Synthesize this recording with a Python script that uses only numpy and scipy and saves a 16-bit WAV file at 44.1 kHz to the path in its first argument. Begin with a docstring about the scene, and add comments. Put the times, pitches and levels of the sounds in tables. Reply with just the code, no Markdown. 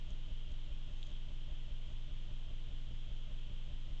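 """A still forest at night, heard through a trail camera whose own noise is the main sound.
Five times a second it writes to memory, and the current it draws makes a soft thump and a faint whine.
Its power supply buzzes low at the frame rate, and its microphone hisses through a narrow resonance.
Under all this a small animal walks off over dry leaves: a few faint rustles, one clear twig tick
and two much softer ones."""
import sys
import numpy as np
from scipy.fft import rfft, irfft, next_fast_len
from scipy.io import wavfile
from scipy.ndimage import map_coordinates

SR = 44100
rng = np.random.default_rng(int(sys.argv[2]) if len(sys.argv) > 2 else 0)


def to_wav(s):
    """Save 16-bit WAV."""
    ch = np.atleast_2d(s).T  # columns
    pcm = np.round(np.clip(ch, -1, 1) * 32767)  # PCM
    wavfile.write(sys.argv[1], SR, pcm.astype(np.int16))


N = 4 * SR


def memory_writes():
    """Each write to memory draws current twice, which thumps; it also whines, rumbles and chatters."""
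    # The two pulses of current in a write: delay_s, length_s, scatter_s
    pulses = [(0, 0.02686, 0.0011), (0.041, .009, .004)]
    # Tone of the low rumble: pitch_hz, relative_db
    rumble_shape = [(15, -2), (35, -0.5), (70, -7.5), (130, -15), (250, -26), (1000, -120)]
    # Tone of the brighter chatter: pitch_hz, relative_db
    chatter_shape = [(40, 1), (120, -4), (300, -6.5), (600, -19), (1200, -21.5), (2500, -33), (6000, -63.5)]
    first_s, every_s = 0.078, 0.2
    thump_low_hz, thump_high_hz, whine_hz = 16, 57, 596
    t = np.arange(N) / SR
    starts = np.arange(first_s, N / SR, every_s)
    current = np.zeros(N)
    for delay_s, length_s, scatter_s in pulses:
        pulse_starts = starts + delay_s + scatter_s * rng.standard_normal(len(starts))
        current += gate(pulse_starts, length_s, edge_s=0.0024)
    # Keeping mostly the deep bass turns each pulse into a thump.
    bass_band = lambda hz: 1j * hz / (thump_low_hz + 1j * hz) / (1 + 1j * hz / thump_high_hz)
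    thump = filtered(current, bass_band)
    whine = unit(np.sin(2 * np.pi * whine_hz * t + 0.99 * wobble(per_s=90)))
    rumble = coloured(rng.standard_normal(N), rumble_shape)
    chatter = coloured(rng.standard_normal(N), chatter_shape)
    return (amp(-35) * thump
            + amp(-70.5) * whine * gate(starts, length_s=0.046, edge_s=0.0036)
            + amp(-55) * rumble * gate(starts, length_s=0.098, edge_s=0.012)
            + amp(-63) * chatter * gate(starts + 0.015, length_s=0.043, edge_s=0.029))


def frame_buzz():
    """The power supply ripples at the frame rate, with a row of overtones that waver a little in level."""
    # Overtones of the ripple: pitch_hz, relative_db
    overtones = [(40, -57.5), (60, -65.5), (80, -66), (100, -64.5), (120, -63.5), (140, -65), (160, -74),
                 (180, -72), (200, -78), (220, -87), (260, -81), (280, -77.5), (300, -88), (320, -81),
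                 (340, -81), (380, -92), (440, -96), (480, -91)]
    frame_hz, first_frame_s = 20, 0.0024
    delay_s, smear_s_per_hz = 0.024, 0.00036  # higher overtones arrive later in each frame
    t = np.arange(N) / SR - first_frame_s
    ripple = np.sin(2 * np.pi * frame_hz * t)
    buzz = np.zeros(N)
    for pitch_hz, relative_db in overtones:
        delayed_t = t - delay_s - smear_s_per_hz * pitch_hz
        waver_db = 0.8 * wobble(per_s=6)
        buzz += amp(relative_db + waver_db) * np.sin(2 * np.pi * pitch_hz * delayed_t)
    return np.sqrt(2) * (amp(-38.5) * ripple + amp(1.5) * buzz)


def microphone_hiss():
    """The microphone hisses steadily, strongest near 3200 Hz, where its small opening resonates."""
    # Tone of the hiss: pitch_hz, relative_db
    hiss_shape = [(30, -17), (150, -3.5), (300, -7.5), (500, -8.5), (900, -12), (1700, -14.5),
                  (2300, -12.5), (2750, -7), (3180, 0.5), (3550, -7), (4000, -14.5), (4700, -21),
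                  (6800, -23), (7700, -28), (8300, -36.5), (8750, -48)]
    return amp(-62) * coloured(rng.standard_normal(N), hiss_shape)


def footsteps():
    """Each step presses tiny crackles out of dry leaves; the heaviest also crushes the litter below."""
    # One rustle a row: middle_s, half_length_s, level_db
    steps = [(.107, 0.0044, -63), (0.088, .09, -79), (0.524, .022, -70), (0.978, 0.14, -75),
             (1.08, 0.062, -72), (1.895, 0.058, -76.5), (3.36, .015, -77)]
    # Tone of the dry leaves on top: pitch_hz, relative_db
    leaf_shape = [(1000, -27.5), (2400, -10), (3300, 6), (4300, -6), (5300, -9.5), (6600, 0), (7500, -9.5),
                  (8600, -25)]
    # Tone of the leaf litter below: pitch_hz, relative_db
    litter_shape = [(1500, -37), (2600, -16), (3200, 4.5), (3700, -8), (4500, -22.5), (8000, -38)]
    crackles_per_s = 900
    t = np.arange(N) / SR

    def crackles():
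        return (rng.random(N) < crackles_per_s / SR) * rng.standard_normal(N)

    def press(middle_s, half_length_s, level_db):
        return amp(level_db) * np.exp(-2 * ((t - middle_s) / half_length_s) ** 2)

    rustle = sum(press(*step) for step in steps) * coloured(crackles(), leaf_shape)
    crunch = press(middle_s=1.108, half_length_s=0.1, level_db=-64) * coloured(crackles(), litter_shape)
    return rustle + crunch


def twig_ticks():
    """Thin twigs tick underfoot and ring for a few milliseconds."""
    # One tick a row: start_s, level_db
    ticks = [(.1325, -46), (1.0295, -31), (1.166, -46)]
    # The tones a twig rings with: pitch_hz, relative_db, ring_s (time to fade by 60 dB)
    tones = [(3330, -4.5, .008), (3580, -2.5, 0.0056), (3930, -16, 0.0046), (7100, -22, 0.0057)]
    rise_s = 0.00057
    t = np.arange(SR // 20) / SR
    ring = sum(amp(relative_db - 60 * t / ring_s) * np.sin(2 * np.pi * pitch_hz * t)
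               for pitch_hz, relative_db, ring_s in tones)
    rise = 1 - np.exp(-(t / rise_s) ** 2)
    out = np.zeros(N + SR)
    for start_s, level_db in ticks:
        out[round(start_s * SR):][:len(t)] += amp(level_db) * ring * rise
    return out[:N]


def amp(db):
    """Turn decibels into a number to multiply by."""
    return 10 ** (np.asarray(db) / 20)


def unit(x):
    """Scale a sound to an average (rms) level of 1."""
    return x / np.sqrt(np.mean(x ** 2) + 1e-20)


def filtered(x, response):
    """Multiply each frequency in a sound by response(hz)."""
    size = next_fast_len(N + SR // 2)
    hz = np.fft.rfftfreq(size, 1 / SR)
    return irfft(rfft(x, size) * response(hz), size)[..., :N]


def coloured(x, shape):
    """Give a sound the tone drawn by (pitch_hz, relative_db) points, at an average level of 1."""
    pitch_hz, relative_db = np.transpose(shape)
    curve = lambda hz: amp(np.interp(np.log(hz + 1), np.log(pitch_hz + 1), relative_db))
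    return unit(filtered(x, curve))


def wobble(per_s):
    """A smooth curve through per_s random values a second."""
    values = rng.standard_normal(int(N * per_s / SR) + 4)
    return map_coordinates(values, [np.arange(N) * per_s / SR])


def gate(starts, length_s, edge_s):
    """Switch on for length_s after each start, fading in and out over edge_s."""
    t = np.arange(N) / SR
    ramp = lambda since_s: np.clip(since_s / edge_s + 0.5, 0, 1)
    return sum(ramp(t - start_s) - ramp(t - start_s - length_s) for start_s in starts)


def scene():
    """The camera's own noise with the animal faint under it, in one channel."""
    camera = microphone_hiss() + frame_buzz() + memory_writes()
    animal = footsteps() + twig_ticks()
    return (camera + animal)[None]


def record(dry):
    """The camera cuts off the highest treble sharply."""
    top_hz = 8700
    return filtered(dry, lambda hz: 1 / (1 + (hz / top_hz) ** 80))


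dry = scene()
out = record(dry)
to_wav(out)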